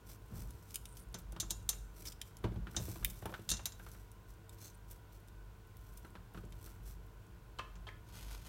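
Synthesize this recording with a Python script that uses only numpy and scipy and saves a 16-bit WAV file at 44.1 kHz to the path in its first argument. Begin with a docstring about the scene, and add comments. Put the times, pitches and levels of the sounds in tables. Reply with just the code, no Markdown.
"""Onion rings into an empty pot

A quiet kitchen, a hand-held phone close to a wide pot. Raw onion is pulled apart by hand: wet layers
rub, squeak and snap, rings patter on the pot's floor, and metal on the reaching arm clinks on the rim.
Two dull knocks follow, further off, then fingers shift on the phone. An appliance hums throughout."""
import sys
import numpy as np
from scipy import signal
from scipy.fft import rfft, irfft
from scipy.io import wavfile
from scipy.ndimage import uniform_filter1d

SR = 44100
rng = np.random.default_rng(int(sys.argv[2]) if len(sys.argv) > 2 else 0)


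def unload_audio(sound):
    """Save the sound as a 16-bit wav file, at the path given as the first command line argument."""
    columns = np.transpose(np.atleast_2d(sound))
    # keep every value between -1 and 1, then stretch to whole-number steps
    steps = np.round(np.clip(columns, -1, 1) * 32767)
    wavfile.write(sys.argv[1], SR, steps.astype(np.int16))


N = 374056
T = np.arange(N) / SR
AGE = np.arange(SR // 2) / SR  # seconds since a contact


def amp(db):
    """Decibels to gain."""
    return 10 ** (np.asarray(db) / 20)


def unit(x):
    """Scale to rms 1."""
    return x / np.sqrt(np.mean(x ** 2))


def unit_hit(x):
    """Scale a hit so that its loudest 3 ms have rms 1."""
    return x / np.sqrt(uniform_filter1d(x ** 2, size=132).max())


def colour(x, spectrum):
    """Shape a sound by a spectrum of (Hz, dB) points, at rms 1."""
    hz, db = np.transpose(spectrum)
    bins_hz = np.maximum(np.fft.rfftfreq(len(x), 1 / SR), 1)
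    gain = amp(np.interp(np.log(bins_hz), np.log(hz), db))
    return unit(irfft(rfft(x) * gain, len(x)))


def cut(x, hz, kind, order=2):
    """Low-, high- or band-pass."""
    return signal.sosfilt(signal.butter(order, hz, kind, fs=SR, output="sos"), x)


def resonate(x, hz, q):
    """One resonance, gain 1 at its centre."""
    w = 2 * np.pi * hz / SR
    a = np.sin(w) / (2 * q)
    return signal.lfilter([a, 0, -a], [1 + a, -2 * np.cos(w), 1 - a], x)


def fade(t60):
    """Exponential decay after a contact, 60 dB in t60 seconds."""
    return np.exp(-np.log(1000) * AGE / t60)


def burst():
    """Noise for one contact."""
    return rng.standard_normal(len(AGE))


def ringing(modes):
    """Decaying modes; each contact point shares the energy out differently."""
    shares = amp(3 * rng.standard_normal(len(modes))) * rng.choice([-1, 1], len(modes))
    return unit_hit(sum(share * amp(db) * fade(t60) * np.sin(2 * np.pi * hz * AGE)
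                        for share, (hz, db, t60) in zip(shares, modes)))


def add(out, start, x):
    """Mix x in at a start time in seconds."""
    i = max(int(start * SR), 0)
    out[i:i + len(x)] += x[:N - i]


def echo(x, t60, wet_db, delay_s):
    """The direct sound and a diffuse tail that starts after a delay."""
    tail = burst() * fade(t60) * (AGE > delay_s)
    return x + amp(wet_db) * signal.fftconvolve(x, tail / np.linalg.norm(tail))[:N]


def friction(spectrum, per_second, spread_db):
    """Tiny slips of very uneven size, stronger where the surfaces catch."""
    catch = unit(cut(rng.standard_normal(N), 74, "low"))
    slips = (rng.random(N) < per_second / SR) * rng.standard_normal(N)
    slips *= amp(spread_db * rng.standard_normal(N) + 2.5 * catch)
    return colour(echo(slips, t60=0.038, wet_db=-7, delay_s=0.00024), spectrum)


def stroke(peak, length, swell_share=0.42):
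    """Gain of one sliding movement: a smooth swell to its peak and a slightly longer fade."""
    width = length * np.where(T < peak, swell_share, 1 - swell_share)
    return np.exp(-np.minimum(((T - peak) / width) ** 2, 50))


def strokes(rows):
    """Gain over time of several strokes; where they overlap, their powers add."""
    return np.sqrt(sum((amp(db) * stroke(peak, length)) ** 2 for peak, length, db in rows))


# The kitchen's room tone. Each row: frequency in Hz, relative level in dB.
AIR_SPECTRUM = [(25, -18), (48, 0.5), (80, -23), (118, -10), (150, -14.5), (230, -22.5), (400, -21),
                (520, -25), (1020, -27.5), (1600, -32.5), (2050, -34.5), (3000, -36), (5000, -41.5),
                (7500, -42.5), (10500, -44.5), (16000, -41.5)]
def room_tone(midrange_db=-67.07):
    """Steady air noise all around the microphone."""
    air = colour(rng.standard_normal(N), AIR_SPECTRUM)
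    return amp(midrange_db) * air / np.std(cut(air, [200, 2000], "band"))


# A motor in the background. Each row: frequency in Hz, level in dB, wavering share from 0 to 1.
HUM_LINES = [(49.1, -58.5, 0.38), (66.6, -70, 0.78), (100.8, -62.5, 0.38), (182, -72, 0.93),
             (308, -84.5, 0.63), (337.6, -77.5, 0.93), (446, -75, 0.08), (965, -77.5, 0.36),
             (1044, -78.5, 0.34), (1355, -83, 0.57), (1444, -79, 0.28), (1497, -80.5, 0.7),
             (1580, -84.5, 0.8)]
def appliance_hum():
    """Each line of the motor is part steady tone, part wavering narrow noise."""
    hum = np.zeros(N)
    for hz, db, share in HUM_LINES:
        tone = np.sqrt(2) * np.sin(2 * np.pi * (hz * T + rng.random()))
        narrow_noise = resonate(rng.standard_normal(N), hz, q=hz / 16)
        waver = unit(resonate(narrow_noise, hz, q=hz / 16))
        hum += amp(db) * unit((1 - share) * tone + share * waver)
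    return hum


# Handling rumble at the microphone. Each row: time in seconds, relative level in dB.
HANDLING_LEVELS = [(0, -58), (.8, -56), (1.45, -47.5), (1.9, -55.5), (4.7, -62), (5.8, -59.5),
                   (6.65, -51.5), (7.25, -57), (8.48, -50.5)]
# The hand nudging the pot on the hob. Each row: peak time in seconds, relative level in dB.
POT_NUDGES = [(.35, -40), (2.46, -43.5), (2.56, -41.5), (2.79, -40), (3.02, -43), (3.52, -46)]
# The low end that both share. Each row: frequency in Hz, relative level in dB.
RUMBLE_SPECTRUM = [(25, -25), (47, 13), (65, -1.5), (85, -2.5), (120, 0), (145, -16), (175, -11),
                   (260, -21.5), (500, -28.5), (1500, -36), (4000, -66)]
def rumble(rise_s=0.047, rocking_t60_s=1):
    """Each nudge sets the pot rocking and booming, over the rumble of the hand-held phone."""
    rocking = np.zeros(N)
    for peak, db in POT_NUDGES:
        rise = np.exp(-(np.minimum(T - peak, 0) / rise_s) ** 2)
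        decay = np.exp(-np.log(1000) * np.maximum(T - peak, 0) / rocking_t60_s)
        rocking = np.hypot(rocking, amp(db) * rise * decay)
    handling = amp(np.interp(T, *np.transpose(HANDLING_LEVELS)))
    low = np.hypot(rocking, handling) * colour(rng.standard_normal(N), RUMBLE_SPECTRUM)
    boom = rocking * unit(resonate(rng.standard_normal(N), hz=175, q=9.4))
    return amp(-0.5) * low + amp(-13.5) * boom


# Fingers right by the microphone. Each row: peak time in seconds, length in seconds, level in dB.
GRIP_STROKES = [(8.085, 0.039, -64), (8.17, 0.097, -54), (8.23, .09, -59), (8.318, 0.089, -53.5),
                (8.41, 0.074, -63.5), (8.463, 0.038, -57.5)]
def grip():
    """Fingers shift and scuff on the phone's body."""
    spectrum = [(200, 7), (1500, 3.5), (2300, 3.5), (3700, 4.5), (7000, 0.5),
                (10500, -1.5), (14000, -1.5), (16000, -12)]
    return strokes(GRIP_STROKES) * friction(spectrum, per_second=7000, spread_db=2.7)


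# Dull knocks beside the pot, further from the microphone.
# Each row: start in seconds, level in dB, brightness in Hz, ringing against the blow in dB.
KNOCK_HITS = [(7.587, -44, 3020, -21), (7.593, -37, 1185, -4.5), (7.869, -48, 3180, -2),
              (7.876, -52, 3170, -2), (7.887, -47.5, 1700, -24)]
# The knocked thing's modes. Each row: frequency in Hz, relative level in dB, t60 in seconds.
KNOCKED_MODES = [(1044, 3, .15), (1287, 0, .12), (1723, -6, .25), (2148, -13, .1), (2627, -3, .15),
                 (3176, 1, .075), (3402, -12, .15), (4420, -16, .1)]
def knocks():
    """Blunt blows on crockery or the worktop, far enough off that the room answers."""
    out = np.zeros(N)
    for start, db, hz, ring_db in KNOCK_HITS:
        contact = burst() * fade(0.06)
        thump = unit_hit(cut(cut(contact, 180, "high"), 1700, "low"))
        clack = unit_hit(resonate(contact, hz, q=12.5))
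        blow = unit_hit(thump + amp(-1) * clack)
        add(out, start, amp(db) * unit_hit(blow + amp(ring_db) * ringing(KNOCKED_MODES)))
    return echo(out, t60=0.4, wet_db=-9, delay_s=0.011)


def moist_ticks(count=60, span_s=7.5):
    """Wet surfaces part with faint ticks, scattered over the time the hand is in the pot."""
    out = np.zeros(N)
    for when, size, pitch in rng.random((count, 3)):
        parting = burst() * fade(0.021) * (1 - fade(0.017))
        tick = unit_hit(resonate(parting, hz=8000 + 6000 * pitch, q=2))
        add(out, span_s * when, amp(-71.5 + 7.3 * size) * tick)
    return out


# Wet layers and skin rubbing, close up. Each row: peak time in seconds, length in seconds, level in dB.
RUB_STROKES = [(.105, 0.078, -55), (.385, 0.095, -55), (.48, 0.52, -67), (.71, 0.094, -60.5),
               (.98, 0.06, -60.5), (1.19, 0.029, -60), (2.01, 0.12, -56.5), (2.075, 0.059, -54.5),
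               (2.275, 0.052, -63), (2.85, 0.24, -52.5), (3.17, 0.51, -61.5), (3.89, 0.25, -62.5),
               (4.3, .045, -66.5), (4.535, 0.028, -59), (4.64, 0.098, -56.5), (4.92, 0.076, -62.5),
               (5.15, 0.063, -65), (5.9, 0.34, -70), (6.37, 0.06, -64), (6.65, 0.16, -62),
               (6.885, 0.094, -59.5)]
# Their squeaks. Each row: peak time in seconds, length in seconds, level in dB, pitch in Hz.
SQUEAK_STROKES = [(.9, .07, -65, 9000), (1.006, 0.04, -62, 9600), (2.078, 0.02, -48, 5370),
                  (4.655, 0.088, -62.5, 6440), (4.648, 0.1, -70, 4230), (4.75, .014, -64, 9200)]
# The hiss of wet friction. Each row: frequency in Hz, relative level in dB.
RUB_SPECTRUM = [(300, 4), (1500, -7.5), (2500, -6.5), (4000, -3), (6500, -1.5), (8500, -1), (10500, -3),
                (13000, 1.5), (16000, -5)]
def onion_rubbing():
    """Each stroke swells and fades; where a wet layer sticks and slips, it squeaks thinly."""
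    slips = friction(RUB_SPECTRUM, per_second=4000, spread_db=4)
    squeaks = sum(amp(db) * stroke(peak, length) * unit(resonate(slips, hz, q=11))
                  for peak, length, db, hz in SQUEAK_STROKES)
    return strokes(RUB_STROKES) * slips + squeaks


# Metal on the arm touching the rim, near the microphone.
# Each row: start in seconds, level in dB, then body and top in dB against that level.
RIM_HITS = [(1.1425, -44.5, -8, -6.5), (1.4, -36, -20, -6), (1.4044, -36, -19, -5), (1.501, -50, -15, -11),
            (1.506, -34.5, -29, -2), (1.6907, -29.5, -19.5, 0.5), (1.7288, -49, -6, -17),
            (2.765, -32, -18.5, -32), (3.4907, -32.5, -16.5, -8), (3.502, -34, -32, -2),
            (3.5151, -30, -51, -9), (3.5374, -41.5, -7, -20), (3.569, -46, -23, -21),
            (3.656, -35.5, -15.5, 0.5), (3.7213, -51.5, -13, -23), (7.755, -62, 1, -24)]
# The rim's short-lived clash. 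Each row: frequency in Hz, relative level in dB.
CLASH_SPECTRUM = [(2000, -32), (2600, -6.5), (3700, 12), (4800, 5.5), (6200, 10), (7400, 11), (8000, -2),
                  (8700, 13), (9600, 3), (10800, 0), (12400, 7), (14000, -1.5), (16000, -8)]
# The rim's lasting modes. Each row: frequency in Hz, relative level in dB, t60 in seconds.
POT_RIM_MODES = [(2750, -17, .2), (3262, -20, .2), (3709, -8, .11), (3905, -9, .13), (4053, -15, .09),
                 (4371, -11, .1), (4828, -14, .1), (5237, -10, .15), (5453, -11, .1), (5813, -11, .1),
                 (6112, 0, .095), (6503, -4, .11), (6865, -11, .17), (7057, -8, .13), (7310, -6, .13),
                 (7423, -13, .09), (8042, -15, .14), (8603, -9, .08), (8785, -4, .09), (9797, -13, .1),
                 (10072, -4, .09), (11240, -10, .09), (12263, -9, .07), (12871, -10, .07)]
def rim_clinks():
    """Hard contacts: a clash of short-lived modes over a few that ring on."""
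    out = np.zeros(N)
    for start, db, body_db, top_db in RIM_HITS:
        clash = unit_hit(cut(colour(burst(), CLASH_SPECTRUM), 1800, "high") * fade(0.044))
        metal = clash + amp(-7) * ringing(POT_RIM_MODES)
        middle = unit_hit(cut(metal, 7740, "low", order=5))
        top = unit_hit(cut(metal, 8370, "high", order=4))  # a harder contact reaches further up
        body = unit_hit(cut(burst(), [350, 2600], "band") * fade(0.12))
        add(out, start, amp(db) * (middle + amp(top_db) * top + amp(body_db) * body))
    return out


# Close up: onion layers cracking apart, and at 1.364 s the click of a ring's edge as it lands.
# Each row: start in seconds, level in dB, brightness in Hz, length in seconds.
SNAPS_AND_CLICK = [(0.506, -54, 8100, 0.0031), (.706, -54, 6000, .004), (0.743, -41.5, 8800, 0.0056),
                   (.757, -33, 8500, 0.0026), (.855, -46, 7350, 0.0032), (.969, -52.5, 9100, 0.0072),
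                   (1.186, -53.5, 10000, 0.0078), (1.322, -51, 9500, 0.0045), (1.364, -55.5, 3200, 0.003),
                   (2.054, -47.5, 6300, 0.019), (2.074, -50, 5600, .0053), (2.12, -52, 6800, 0.0072),
                   (2.215, -40, 5040, 0.0027), (2.369, -49.5, 9100, 0.0013),
                   (3.0474, -24.5, 13200, 0.000079), (3.048, -32.5, 2600, 0.0014),
                   (3.099, -47, 10200, 0.01), (3.257, -46, 9500, 0.0027), (3.916, -53, 11000, .0023),
                   (4.116, -54, 10800, 0.0019), (4.494, -50, 6730, 0.0017), (4.91, -51, 13000, 0.0093),
                   (5.284, -59, 8000, 0.0016), (5.769, -54.5, 13700, .002), (5.973, -53, 11300, .01),
                   (6.523, -56.5, 3740, 0.004)]
# What the pot's walls throw back at the microphone. Each row: frequency in Hz, relative level in dB.
WALL_SPECTRUM = [(1200, -5), (2500, 11), (3600, 10), (5000, 4), (7500, 2), (11000, 4.5), (16000, 4)]
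def snaps_and_click():
    """Cell walls break, or a ring's edge lands, in quick clicks that rattle between the pot's walls."""
    out = np.zeros(N)
    for start, db, hz, length in SNAPS_AND_CLICK:
        uneven_clicks = burst() * amp(5.1 * burst())
        crackle = uneven_clicks * np.exp(-(AGE / length) ** 2)
        add(out, start, amp(db) * unit_hit(resonate(crackle, hz, q=0.77)))
    direct = cut(out, 1030, "high")
    wall_response = colour(burst(), WALL_SPECTRUM) * fade(0.052)
    return direct + amp(-26.5) * signal.fftconvolve(direct, wall_response)[:N]


# Close up: rings landing in the pot, and two soft thuds (0.335 and 0.382 s) as the hand nudges it.
# Each row: start in seconds, slap level in dB, slap pitch in Hz, level of the floor's thud in dB.
POT_HITS = [(0.098, -58, 396, -58), (.335, -72, 250, -56), (.382, -70, 300, -58), (1.148, -50, 1210, -45),
            (1.327, -54, 666, -51), (1.363, -50, 1090, -48.5), (1.429, -50, 1060, -47.5),
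            (1.508, -50, 855, -49.5), (2.441, -40, 960, -36), (2.4443, -38, 347, -33),
            (2.52, -51.5, 325, -47), (2.56, -51, 400, -39.5), (2.67, -44, 1530, -45.5),
            (2.746, -50.5, 1380, -51), (2.767, -45, 685, -45), (2.798, -47.5, 443, -50),
            (2.881, -52.5, 545, -39.5), (2.957, -52.5, 990, -44), (3.027, -51, 1430, -55),
            (3.223, -46.5, 590, -48), (3.256, -39, 920, -40), (3.294, -51, 600, -45.5),
            (3.325, -47, 594, -49), (3.34, -38.5, 1390, -49), (3.393, -51.5, 388, -47),
            (3.516, -45.5, 1600, -43), (3.593, -49.5, 1000, -70), (3.797, -52, 1510, -52),
            (3.865, -51, 1240, -64), (3.949, -59.5, 1370, -58), (6.047, -54.5, 1300, -46.5),
            (6.1532, -48, 1270, -50.5), (6.346, -51.5, 1020, -49.5), (6.3741, -53.5, 1270, -46),
            (6.437, -55.5, 330, -45.5), (6.672, -58, 1240, -55)]
# A soft contact with the pot. 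Each row: frequency in Hz, relative level in dB.
SLAP_SPECTRUM = [(200, 4.5), (500, 3), (800, 2.5), (1100, -1), (1500, 2.5), (2100, -5.5), (3300, -6.5),
                 (5000, -13.5), (9000, -14), (16000, -12)]
# The modes of the pot's floor. Each row: frequency in Hz, relative level in dB, t60 in seconds.
POT_FLOOR_MODES = [(68, -3.5, 0.38), (110.2, 1.5, 0.35), (177.8, -1.5, 0.28), (211.5, -9, 0.42),
                   (330.3, -1.5, 0.14), (398, -8.5, 0.073), (411, -9.5, 0.085), (603, -21, 0.3)]
def pot_taps():
    """A falling ring or a nudge makes a slap with its own damped pitch and sets the floor thudding."""
    out = np.zeros(N)
    for start, slap_db, hz, thud_db in POT_HITS:
        contact = colour(burst(), SLAP_SPECTRUM) * (fade(0.046) + amp(-8) * fade(0.2))
        pitched = unit_hit(resonate(contact, hz, q=2.8))
        dull = unit_hit(cut(contact, 3.3 * hz, "low"))
        edge_tick = unit_hit(resonate(contact, hz=2700, q=1))
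        slap = unit_hit(pitched + amp(-3.5) * dull + amp(-8) * edge_tick)
        floor = ringing(POT_FLOOR_MODES)
        thump = unit_hit(cut(burst(), [90, 420], "band") * fade(0.058))
        thud = unit_hit(floor + amp(-8.5) * thump)
        add(out, start, amp(slap_db) * slap + amp(thud_db) * thud)
    return out


def scene():
    """One microphone close to the pot, in a small hard-walled kitchen."""
    near = pot_taps() + rim_clinks() + snaps_and_click() + onion_rubbing() + moist_ticks() + grip()
    near_in_room = echo(near, t60=0.44, wet_db=-16.5, delay_s=0.0023)
    return (near_in_room + knocks() + rumble() + appliance_hum() + room_tone())[None]


def record(dry, bass_hz=34.3, top_hz=15900):
    """The phone's microphone drops the deepest bass and cuts the top steeply."""
    top_cut = signal.ellip(10, 0.2, 70, top_hz, fs=SR, output="sos")
    return signal.sosfilt(top_cut, cut(dry, bass_hz, "high", order=4))


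dry = scene()
out = record(dry)
unload_audio(out)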